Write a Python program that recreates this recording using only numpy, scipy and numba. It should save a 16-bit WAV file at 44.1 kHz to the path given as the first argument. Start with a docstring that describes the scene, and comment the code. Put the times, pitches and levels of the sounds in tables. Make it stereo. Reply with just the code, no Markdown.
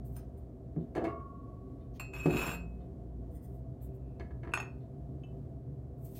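"""Mugs moved onto a shelf

Ceramic mugs are turned in the fingers, dragged off a cloth-covered cabinet top and set on a wire shelf inside.
Mugs, shelf and cabinet are sets of fading tones, started by blows or fed by rubbing noise; most blows also rattle.
A clock ticks, mains hum and a far engine are sums of sine waves, and shaped noise is the air of a small room."""
import sys
import numpy as np
from scipy import signal
from scipy.fft import rfft, irfft, next_fast_len
from scipy.io import wavfile
from scipy.ndimage import uniform_filter1d
from numba import njit

SR = 44100
rng = np.random.default_rng(int(sys.argv[2]) if len(sys.argv) > 2 else 0)


def persist_wave(psi):
    """Save psi, clipped to +-1, as 16-bit WAV."""
    counts = np.round(np.clip(psi, -1, 1) * 32767).astype(np.int16)
    wavfile.write(sys.argv[1], SR, np.atleast_2d(counts).T)


def natural_amplitude(level_db):
    """Convert a level in decibels to a linear amplitude factor, elementwise."""
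    exponent = np.asarray(level_db, float) / 20
    return 10 ** exponent


N = 272979  # length in samples
M = next_fast_len(N)  # padded length for fast filtering
T = np.arange(N) / SR  # time in seconds
F = np.fft.rfftfreq(M, 1 / SR) + 0.0009  # frequency in Hz, kept above zero for logarithms

# Tones of the mug lifted off the cloth. Each row: frequency in Hz, relative level in dB, 60 dB fade in seconds.
LIFTED_MUG = [(2492, -9, .12), (2557, -1, .48), (2605, -8, .06), (2697, -11, .4), (2880, -19, .12),
              (4250, -20, .25), (4484, -16, .45), (5430, -21, .28), (6896, -23, .1), (7440, -11, .2),
              (8190, -21, .1), (8455, -23, .12), (9146, -25, .1), (9545, -26, .2), (10400, -21, .22),
              (11050, -23, .1), (11210, -22, .14), (11610, -23, .15), (12830, -16, .13), (13350, -19, .14),
              (13680, -21, .1), (14675, -17, .13)]
# The same mug pressed down: shifted, shorter tones. 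Each row: frequency in Hz, relative level in dB,
# 60 dB fade in seconds.
PRESSED_MUG = [(2470, -14, .1), (2590, -4, .05), (2700, -6, .25), (2840, -11, .06), (3000, -14, .05),
               (3400, -17, .05), (3860, -20, .06), (4250, -23, .08), (5440, -16, .16), (6890, -22, .06),
               (7450, -11, .14), (8460, -30, .08), (9540, -26, .15), (10400, -21, .2), (11200, -25, .14),
               (11600, -29, .12), (12830, -17, .13), (13350, -23, .14), (13690, -26, .1), (14680, -20, .11)]
# Taps on that mug. Each row: start in seconds, ring level in dB, contact corner in Hz, rattle level in dB.
MUG_TAPS = [(1.997, -40.5, 12000, -40), (2.029, -59, 4970, -65), (2.136, -51, 12200, -50),
            (2.257, -47, 6740, -36.5), (2.358, -51, 5000, -52), (2.394, -47, 5000, -54),
            (2.49, -49, 6000, -43), (2.514, -45, 7030, -45), (2.545, -45, 4970, -45)]
# Mug foot dragged over the cloth: it creeps, is pulled harder, then lifts off.
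# Each row: time in seconds, friction level in dB.
DRAG = [(2.132, -55), (2.174, -52), (2.25, -51), (2.32, -45.5), (2.36, -41.5), (2.41, -37.5), (2.45, -39.5),
        (2.53, -40), (2.57, -70)]
# Tone colour of the cloth noise. Each row: frequency in Hz, relative level in dB per Hz.
SCRAPE = [(200, 5.5), (400, 2), (900, -4), (1500, 3), (2100, -25), (3000, -2), (4000, -7.5), (7500, -18.5),
          (12000, -50), (16000, -43)]
# The rim sings under the drag, rising as the mug is pressed harder.
# Each row: time in seconds, pitch in Hz, rms level in dB; both waver a little.
RIM_SONG = [(2.14, 2555, -54), (2.19, 2564, -47.5), (2.26, 2560, -48), (2.33, 2572, -43), (2.38, 2586, -43),
            (2.425, 2608, -41), (2.47, 2595, -46), (2.53, 2560, -55)]
# Tones of the mug set on the shelf. Each row: frequency in Hz, relative level in dB, 60 dB fade in seconds.
SHELVED_MUGS = [(1480, -3, .022), (1846, -6, .025), (2417, -15, .1), (2482, 1, .1), (2495, -14, .35),
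                (2615, 0, .09), (2645, -2, .1), (2638, -16, .4), (4290, -22, .05), (4334, -22, .36),
                (7192, -17, .09), (8021, -13, .13), (9232, -24, .1), (10470, -16, .13), (11060, -16, .13),
                (11380, -22, .12), (12950, -22, .12), (14440, -27, .12)]
# Tones of the neighbour it strikes, low ones damped by the wires. Each row: frequency in Hz, relative level
# in dB, 60 dB fade in seconds.
STRUCK_MUG = [(1244, -2, .02), (1530, -1, .018), (1846, -4, .02), (3280, -5, .02), (3596, -14, .04),
              (5335, -18, .17), (6589, -12, .12), (6654, -11, .11)]
# Mug against mug. Each row: start in seconds, ring level in dB, contact corner in Hz, rattle level in dB,
# neighbour's ring level in dB.
MUG_CLINKS = [(4.518, -55.5, 4000, -61.5, -70), (4.537, -27.5, 9220, -28.5, -32.5),
              (4.552, -37, 4000, -52, -51), (4.574, -45, 6070, -35, -29.5), (4.6008, -42, 7140, -35, -35.5),
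              (4.626, -51, 5030, -48.5, -49)]
# The second mug sings faintly in the hand on its way in. Each row: time in seconds, rubbing level in dB.
CARRY = [(3.86, -90), (4.0, -91), (4.13, -85), (4.18, -80)]
# Tones of the shelf wires. Each row: frequency in Hz, relative level in dB, 60 dB fade in seconds.
SHELF_WIRES = [(988, -5, .1), (1190, -9, .06), (1340, -8, .07), (1701, -4, .075), (1793, -9, .07),
               (2000, -7, .04), (2089, -7, .04), (2186, -4, .08), (2471, -11, .05), (2643, -11, .1),
               (2970, -8, .05), (3180, -9, .04), (3580, -11, .05), (3780, -11, .05), (4150, -12, .03),
               (4296, -9, .05), (4550, -10, .03), (4800, -9, .03), (6000, -9, .035), (6270, -11, .04)]
# Tones of the shelf frame. Each row: frequency in Hz, relative level in dB, 60 dB fade in seconds.
SHELF_FRAME = [(188, -12, .15), (240, -9, .18), (342, 2, .13), (395, -2, .1), (443, -5, .12),
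               (495, -7, .08), (571, -8, .08), (672, 0, .09), (743, -8, .06)]
# Landings on the shelf. Each row: start in seconds, wire level in dB, contact corner in Hz, rattle level in dB,
# frame level in dB, pitch of the struck wire in Hz.
SHELF_KNOCKS = [(0.76, -66.5, 2220, -72, -62, 1800), (.951, -52.5, 8960, -49.5, -41, 4630),
                (.959, -49.5, 5000, -50.5, -28.5, 3000), (.966, -41.5, 3000, -51.5, -28, 1660),
                (.978, -46, 4000, -55, -27.5, 3000), (.992, -49, 2500, -60, -30.5, 1700),
                (1.008, -51, 2000, -61, -31.5, 1700), (1.025, -58, 1980, -59, -28.5, 1000),
                (1.041, -50, 9000, -50.5, -31.5, 4420), (1.05, -43.5, 4500, -50, -38, 2210),
                (1.068, -46.5, 3000, -60, -30, 2200), (1.197, -64.5, 2500, -67, -52, 1750),
                (4.197, -52, 6850, -61.5, -43, 4300), (4.207, -50.5, 3500, -63.5, -46, 1900),
                (4.307, -57.5, 2200, -66.5, -49.5, 1700), (4.432, -52.5, 3460, -59.5, -46.5, 2040),
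                (4.447, -53, 3000, -59.5, -48, 1400), (4.472, -49.5, 2500, -59, -43.5, 1800),
                (4.49, -54.5, 2500, -61.5, -46, 1400)]
# Tones of a loose shelf leg. Each row: frequency in Hz, relative level in dB, 60 dB fade in seconds.
SHELF_LEG = [(1102, 0, 1.2), (1124, -9, 2.0), (1160, -6, .6), (1390, -13, 1.2), (2266, -10, .12),
             (2783, -11, .22)]
# Blows on the leg as the first mug settles. Each row: start in seconds, ring level in dB, contact corner in Hz.
LEG_BLOWS = [(.99, -56, 3000), (1.078, -44, 2520)]
# Tones of the cabinet. Each row: frequency in Hz, relative level in dB, 60 dB fade in seconds.
CABINET = [(143, -22, 0.05), (163.2, 4, 0.12), (239.4, -9.5, 0.35), (297.5, 16.5, 0.028),
           (328, -16.5, 0.11), (359.8, -2.5, 0.2), (414, 0.5, 0.091), (553.6, -3, 0.073), (717, 8, 0.028),
           (1070, -20.5, 0.27), (1480, -27.5, 0.22)]
# Thuds on the cabinet. 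Each row: start in seconds, ring level in dB, contact corner in Hz.
CABINET_THUDS = [(.763, -24.5, 300), (0.776, -28, 250), (0.799, -31, 250), (2.258, -23.5, 800),
                 (2.269, -26.5, 700), (2.283, -30.5, 795), (2.311, -31, 800), (2.346, -32.5, 796),
                 (2.362, -36.5, 800)]
# Tones of a mug gripped in the hand. Each row: frequency in Hz, relative level in dB, 60 dB fade in seconds.
HELD_MUG = [(2000, -7, .015), (3400, -12, .015), (5200, -10, .08), (6250, -13, .05), (7200, -9, .08),
            (8100, -8, .08), (9146, 0, .1), (10300, -13, .08), (13680, -1, .1), (14750, -7, .06)]
# Fingernails on the mug. Each row: start in seconds, ring level in dB, contact corner in Hz, rattle level in dB.
NAIL_TAPS = [(.165, -49, 14200, -55), (0.372, -78, 14000, -83.5)]
# Fingers slipping on the glaze. Each row: start in seconds, hold in seconds, level in dB,
# share that rings the mug from 0 to 1, darkness from 0 to 1.
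FINGERS = [(0.051, 0.076, -65.5, 0.1, 0.08), (0.163, 0.0031, -54, 0.12, 0.38), (0.373, .01, -77, 0.7, .15),
           (1.94, 0.032, -75.5, 0.17, 0.65), (3.31, .065, -71, 0.54, 0), (3.415, 0.15, -71, 0.36, 0.09),
           (3.821, 0.034, -59, 0.1, 0), (3.94, .01, -74, .02, .05), (5.979, 0.069, -73, 0.14, 0),
           (6.052, 0.067, -57.5, 0, 0.12), (6.154, 0.039, -55.5, 0.01, 0.29)]
# Bright skin hiss. Each row: frequency in Hz, relative level in dB per Hz.
SKIN_BRIGHT = [(2000, -48), (5000, -31), (8000, -5), (11500, -6.5), (13500, 4), (15000, -3), (16000, 2.5)]
# Dark skin hiss. Each row: frequency in Hz, relative level in dB per Hz.
SKIN_DARK = [(1000, -19), (2200, 4.5), (4000, 6.5), (6500, 8), (9000, -54), (14000, -12)]
# Tones of a glass. Each row: frequency in Hz, relative level in dB, 60 dB fade in seconds.
GLASS = [(2650, 3.5, 0.11), (3000, -1, 0.082), (5400, -21, .06), (6500, -16, 0.08)]
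# Taps on the glass. Each row: start in seconds, ring level in dB, contact corner in Hz, rattle level in dB.
GLASS_TAPS = [(5.236, -57, 8064, -73)]
# Tone colour of every rattle. Each row: frequency in Hz, relative level in dB per Hz.
RATTLE = [(200, -0.5), (700, 8), (1500, 7.5), (3000, -4), (6000, -8), (11000, -8.5), (16000, -11)]
# Tones of the clock case. Each row: frequency in Hz, relative level in dB, 60 dB fade in seconds.
CLOCK_CASE = [(3100, -7, .012), (3650, 0, .016), (4100, -4, .012), (5600, -11, .01)]
# How long the room's echo lasts. Each row: frequency in Hz, 60 dB fade in seconds.
ROOM_T60 = [(150, 0.47), (1000, 0.35), (4000, 0.21), (12000, 0.3)]
# Tone colour of the room's echo. Each row: frequency in Hz, level in dB.
ROOM_COLOUR = [(60, -13), (200, -3), (600, 7), (4000, 2.5), (8000, -3), (16000, -13.5)]
# What each source sends into the room, in dB: cabinet top, held mug, shelved mugs, shelf, cabinet.
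ROOM_DB = (-8, -4.5, -9, -8, -8)
# Phase between the channels. Each row: frequency in Hz, lead of the right channel in radians.
CHANNEL_TURN = [(300, 0.044), (1400, 0.55), (2400, 1.4), (4500, 2.23), (6000, 2), (7500, .2), (16000, .05)]
# Far engine. Each row: time in seconds, firing rate in Hz, then the levels of orders one, two and three in dB;
# rate and levels waver a little.
ENGINE = [(1.4, 51.26, -56, -67, -70), (2.2, 52.73, -51, -78, -86), (2.52, 57.18, -44, -71, -47.5),
          (3.39, 58.6, -49.5, -50.5, -62), (3.55, 62.55, -53, -48, -66), (3.85, 64.86, -49.5, -48.5, -63.5),
          (4.6, 67.9, -57.5, -53, -62.5), (5.12, 68.66, -61, -45, -65), (5.75, 68.96, -60, -50.5, -68.5),
          (6.19, 66.3, -62, -60, -76)]
# Mains hum. Each row: frequency in Hz, rms level in dB, around which it drifts.
MAINS = [(60, -55), (120, -54)]
# Room air, sum of both channels. Each row: frequency in Hz, relative level in dB per Hz.
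AIR_MID = [(15, -54.5), (25, -36.5), (40, -15.5), (58, -6), (92, -8.5), (130, -3.5), (170, -11), (256, -13),
           (400, -21), (659, -25.5), (850, -36.5), (1300, -45.5), (2410, -57), (5000, -62), (16000, -65)]
# Room air, difference of the channels. Each row: frequency in Hz, side minus mid in dB.
AIR_SIDE = [(60, -11.5), (110, -10), (200, -7), (380, -2), (700, 0.5), (1290, 0.5), (2380, 1), (4400, 1.5),
            (8120, -8.5), (15000, -7.5)]
# Low resonances of the room. Each row: frequency in Hz, width in Hz, boost in dB.
AIR_MODES = [(74.7, 16, 8), (258, 27, 6), (308, 20, 4.5), (386.8, 21, 14), (491.5, 20, 7), (660, 17, 12),
             (705, 26, 11.5), (1110, 51, 5)]

TAP_FADE_S = 0.0084  # how fast the rattle of a light tap dies away


def on_log(hz, table):
    """Read a table of Hz and value on a log-frequency axis."""
    table_hz, value = np.transpose(table)
    return np.interp(np.log(hz), np.log(table_hz), value)


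def colour(x, table, top_hz=99200.0):
    """Filter by a dB shape scaled so that white noise keeps its level, rounding off above top_hz."""
    n = next_fast_len(len(x))
    hz = np.fft.rfftfreq(n, 1 / SR) + 1e-3
    gain = natural_amplitude(on_log(hz, table)) / (1 + (hz / top_hz) ** 2)
    gain = gain / np.sqrt(np.mean(gain ** 2))
    return irfft(rfft(x, n) * gain, n)[:len(x)]


def track(table):
    """Read curves against time; also give a soft-edged gate that is 1 inside their span and 0 outside."""
    s, *columns = np.transpose(table)
    inside = uniform_filter1d(((T > s[0]) & (T < s[-1])) * 1., size=600)
    return inside, [np.interp(T, s, column) for column in columns]


def walk(rate):
    """Smooth random wandering: levels held for 1 / rate seconds, then averaged twice."""
    hold = int(SR / rate)
    steps = np.repeat(rng.standard_normal(N // hold + 1), hold)
    return 1.36 * uniform_filter1d(uniform_filter1d(steps, hold), hold)[:N]


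def pair(x, pan_db):
    """Make left and right: left is louder by pan_db, and the phase of the upper mids differs between them."""
    turn = np.exp(.5j * on_log(F, CHANNEL_TURN) * np.array([[-1], [1]]))
    return irfft(rfft(x, M) * turn, M)[:, :N] * natural_amplitude(np.array([[pan_db], [-pan_db]]) / 2)


@njit
def resonate(poles, gains, at, kicks, slack, rub):
    """Damped rotating phasors: each blow hands over its energy during the contact, rubbing feeds them steadily."""
    out = np.zeros(len(rub))
    for k in range(len(poles)):
        z, push, keep, blow = 0j, 0j, 0., 0
        feed = np.sqrt(1 - abs(poles[k]))
        for i in range(len(rub)):
            if blow < len(at) and i == at[blow]:
                push = push + kicks[blow, k] * (1 - slack[blow])
                keep = slack[blow]
                blow = blow + 1
            # the tiny 1e-18 keeps numbers from becoming too small to compute quickly
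            z = z * poles[k] + push + feed * rub[i] + 1e-18
            push = push * poles[k] * keep + 1e-18
            out[i] += gains[k] * z.imag
    return out


def ring(modes, s, ring_db, contact_hz, rub=np.zeros(N), scatter_db=-0.5, place_db=0.):
    """Each blow excites every tone by its own random amount; softer contacts last longer and reach fewer highs."""
    hz, db, t60 = np.transpose(modes)
    luck = rng.standard_normal((len(s), len(modes), 2))
    reach = 1 / (1 + (hz / contact_hz[:, None]) ** 2)
    strength = natural_amplitude(ring_db[:, None] + scatter_db * luck[..., 0] + place_db)
    kicks = strength * np.exp(.6j * luck[..., 1]) * reach
    poles = np.exp(2j * np.pi * hz / SR - np.log(1000) / (t60 * SR))
    slack = np.exp(-.4 * contact_hz / SR)  # share of the push left after each sample
    return resonate(poles, natural_amplitude(db), (s * SR).astype(np.int64), kicks, slack, rub)


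def rattle(s, contact_hz, db, fade_s):
    """The dense chatter of small contacts after each blow: coloured noise that rises fast and dies away."""
    out, t = np.zeros(N), np.arange(SR // 4) / SR
    fades = np.broadcast_to(fade_s, len(s))
    noises = rng.standard_normal((len(s), len(t)))
    for start, top_hz, size, fade, noise in zip(s, contact_hz, natural_amplitude(db), fades, noises):
        at = int(start * SR)
        shape = (1 - np.exp(-t * top_hz * 0.34)) * np.exp(-t / fade)
        out[at:at + len(t)] += size * shape * colour(noise, RATTLE, top_hz)
    return out


def struck(modes, blows, fade_s, rub=0., scatter_db=5.0, place_db=0.):
    """A body rings under its blows; the rattle after each keeps shaking it, which roughens the ring."""
    s, ring_db, contact_hz, rattle_db = np.transpose(blows)[:4]
    chatter = rattle(s, contact_hz, rattle_db, fade_s)
    shaking = rub + natural_amplitude(-14.0) * chatter
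    return ring(modes, s, ring_db, contact_hz, shaking, scatter_db, place_db) + chatter


def lifted_mug():
    """Taps and gritty friction on cloth feed the free tones; friction alone feeds the shifted, shorter pressed tones."""
    inside, (friction_db,) = track(DRAG)
    noise, chance, size = rng.standard_normal(N), rng.random(N), rng.exponential(size=N)
    # grains caught under the foot: 1500 a second on average, of random size
    hits = (chance < 1500 / SR) * natural_amplitude(2.5 * size)
    grains = signal.lfilter([1], [1, -np.exp(-1 / (0.00042 * SR))], hits)
    grit = inside * noise * (0.29 + grains / grains.std()) * natural_amplitude(-2.5 + 1.6 * walk(34.88))
    friction = natural_amplitude(friction_db)
    rub, none = friction * grit, np.zeros(0)
    free = struck(LIFTED_MUG, MUG_TAPS, TAP_FADE_S, natural_amplitude(-9.0) * rub)
    pressed = ring(PRESSED_MUG, none, none, none, rub)
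    cloth = natural_amplitude(-4.5) * friction * colour(grit, SCRAPE)
    return free + pressed + cloth


def rim_song():
    """Stick-slip locks onto the rim's lowest mode: a sine tone, slightly unsteady in pitch and level."""
    inside, (hz, db) = track(RIM_SONG)
    turn = 2 * np.pi * np.cumsum(hz * (1 + 0.00198 * walk(60.1))) / SR
    return np.sqrt(2) * inside * natural_amplitude(db + 1.6 * walk(70)) * np.sin(turn)


def shelved_mugs():
    """One mug knocks against the other and bounces, so both ring; rubbing in the hand also feeds the first."""
    inside, (rub_db,) = track(CARRY)
    s, _, contact_hz, _, other_db = np.transpose(MUG_CLINKS)
    rub = inside * natural_amplitude(rub_db + 3.0 * walk(14)) * rng.standard_normal(N)
    first = struck(SHELVED_MUGS, MUG_CLINKS, 0.0031, rub)  # rattle fade in seconds
    return first + ring(STRUCK_MUG, s, other_db, contact_hz, scatter_db=0.5)


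def shelf():
    """Landings and clinks make the wires ring and buzz and shake the frame; two blows set a loose leg singing."""
    knock_fade_s, jolt_fade_s, jolt_hz = 0.024, 0.011, 3000
    # a clink jolts the shelf under the mugs: wires, rattle and frame follow the clink's rattle level
    jolts = [(s, db - 21, jolt_hz, db - 15.5, db - 25, jolt_hz) for s, _, _, db, _ in MUG_CLINKS]
    blows = sorted(SHELF_KNOCKS + jolts)
    fade_s = [jolt_fade_s if row in jolts else knock_fade_s for row in blows]
    s, *_, frame_db, wire_hz = np.transpose(blows)
    # the wire under the contact rings up to 7 dB louder, and so do those near it in pitch
    octaves_away = np.log2(np.array(SHELF_WIRES)[:, 0] / wire_hz[:, None])
    place_db = 7 * np.exp(-(octaves_away / 0.28) ** 2)
    wires = struck(SHELF_WIRES, blows, fade_s, scatter_db=2.0, place_db=place_db)
    frame = ring(SHELF_FRAME, s, frame_db, np.full(len(s), 1300.))
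    return wires + frame + ring(SHELF_LEG, *np.transpose(LEG_BLOWS))


def cabinet():
    """Soft thuds make the cabinet boom at its own low tones."""
    return ring(CABINET, *np.transpose(CABINET_THUDS))


def held_mug():
    """Skin hisses on the glaze and nails tap; the grip damps the low tones and lets the high ones whisper."""
    skin = rng.standard_normal(N) * natural_amplitude(5.0 * walk(49))
    bright, dull = colour(skin, SKIN_BRIGHT), colour(skin, SKIN_DARK)
    hiss = rub = 0
    for s, hold, db, share, dark in FINGERS:
        share, dark = np.clip(share, 0, 1), np.clip(dark, 0, 1)
        rise_db = 1800 * np.maximum(s - T, 0)  # slopes in dB per second
        fall_db = 386 * np.maximum(T - s - hold, 0)
        slip = natural_amplitude(db - rise_db - fall_db)
        hiss = hiss + slip * (1 - share) * ((1 - dark) * bright + dark * dull)
        rub = rub + slip * natural_amplitude(-2) * share * skin
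    return struck(HELD_MUG, NAIL_TAPS, TAP_FADE_S, rub) + hiss


def glass():
    """A faint tap makes a glass ring, with a short rattle."""
    return struck(GLASS, GLASS_TAPS, TAP_FADE_S)


def clock():
    """Faint ticks about a second apart, as of a movement whirring briefly in its case; they stop before the end."""
    s = .795 + 1.002 * np.arange(5)  # five ticks, in seconds
    contact_hz = np.full(len(s), 9000.)
    ring_db, whir_db = np.full(len(s), -69.), np.full(len(s), -74.)
    whir = rattle(s, contact_hz, whir_db, .031)
    return ring(CLOCK_CASE, s, ring_db, contact_hz, whir, scatter_db=2.5)


def room(x):
    """Echo from decaying noise in octave bands, unrelated left and right; extreme lows and highs return weaker."""
    t = np.arange(SR // 2) / SR
    tail = 0
    for hz in 63 * 2. ** np.arange(8):
        edges = [hz / np.sqrt(2), hz * np.sqrt(2) if hz < 8000 else 20000]
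        octave = signal.butter(2, edges, "band", fs=SR, output="sos")
        band = signal.sosfilt(octave, rng.standard_normal((2, len(t))))
        tail = tail + band * natural_amplitude(-60 * t / on_log(hz, ROOM_T60))
    tail = tail * np.clip(t / 0.0012, 0, 1)
    tail = tail / np.sqrt(np.sum(tail ** 2) / 2)
    x = irfft(rfft(x, M) * natural_amplitude(on_log(F, ROOM_COLOUR)), M)[:N]
    return signal.fftconvolve(x[None], tail, axes=1)[:, :N]


def hum():
    """Sine waves for the mains and for three orders of an engine outside that speeds up, then eases slightly."""
    inside, (hz, *order_db) = track(ENGINE)
    turn = 2 * np.pi * np.cumsum(hz * (1 + 0.006 * walk(6.02))) / SR
    engine = sum(natural_amplitude(db + 1.6 * walk(9.7)) * np.sin((k + 1) * turn + k) for k, db in enumerate(order_db))
    mains = sum(natural_amplitude(db + 3.24 * walk(3.7)) * np.sin(2 * np.pi * line_hz * T) for line_hz, db in MAINS)
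    return np.sqrt(2) * (inside * engine + mains)


def air():
    """Building rumble: noise shaped by the room's low resonances; part of the side is the mid a quarter cycle on."""
    resonance_db = sum(boost / (1 + (2 * (F - hz) / width) ** 2) for hz, width, boost in AIR_MODES)
    db = on_log(F, AIR_MID) + resonance_db
    a, b = rfft(rng.standard_normal((2, M)))
    turned = 0.84  # amplitude share of the side that follows the mid
    side_noise = turned * 1j * a + np.sqrt(1 - turned ** 2) * b
    mid = irfft(a * natural_amplitude(db), M)[:N]
    side = irfft(side_noise * natural_amplitude(db + on_log(F, AIR_SIDE)), M)[:N]
    gain = natural_amplitude(-46.5 + 0.62 * walk(9)) / mid.std()
    return gain * np.array([mid + side, mid - side])


def scene():
    """Near sources are heard directly and again through the room; the clock is only heard through the room."""
    top = lifted_mug() + rim_song() + glass()
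    held, mugs, wires, boom = held_mug(), shelved_mugs(), shelf(), cabinet()
    direct = pair(top, 0.25) + pair(held, .1) + pair(mugs, -2.77) + pair(wires, 1.2) + pair(boom, 1.2)
    sent = natural_amplitude(np.array(ROOM_DB)) @ np.array([top, held, mugs, wires, boom])
    wet = room(sent + clock())
    return direct + wet + pair(hum(), 0.35) + air()


def top_cut(x):
    """Nothing passes above the cut-off."""
    return signal.sosfilt(signal.butter(12, 16400, fs=SR, output="sos"), x)


def record(dry):
    """A steep filter cuts the top above 15.8 kHz to finish the mix."""
    low_pass = signal.ellip(8, .2, 60, 15800, fs=SR, output="sos")
    mix = signal.sosfilt(low_pass, dry)
    return top_cut(mix)


dry = scene()
out = record(dry)
persist_wave(out)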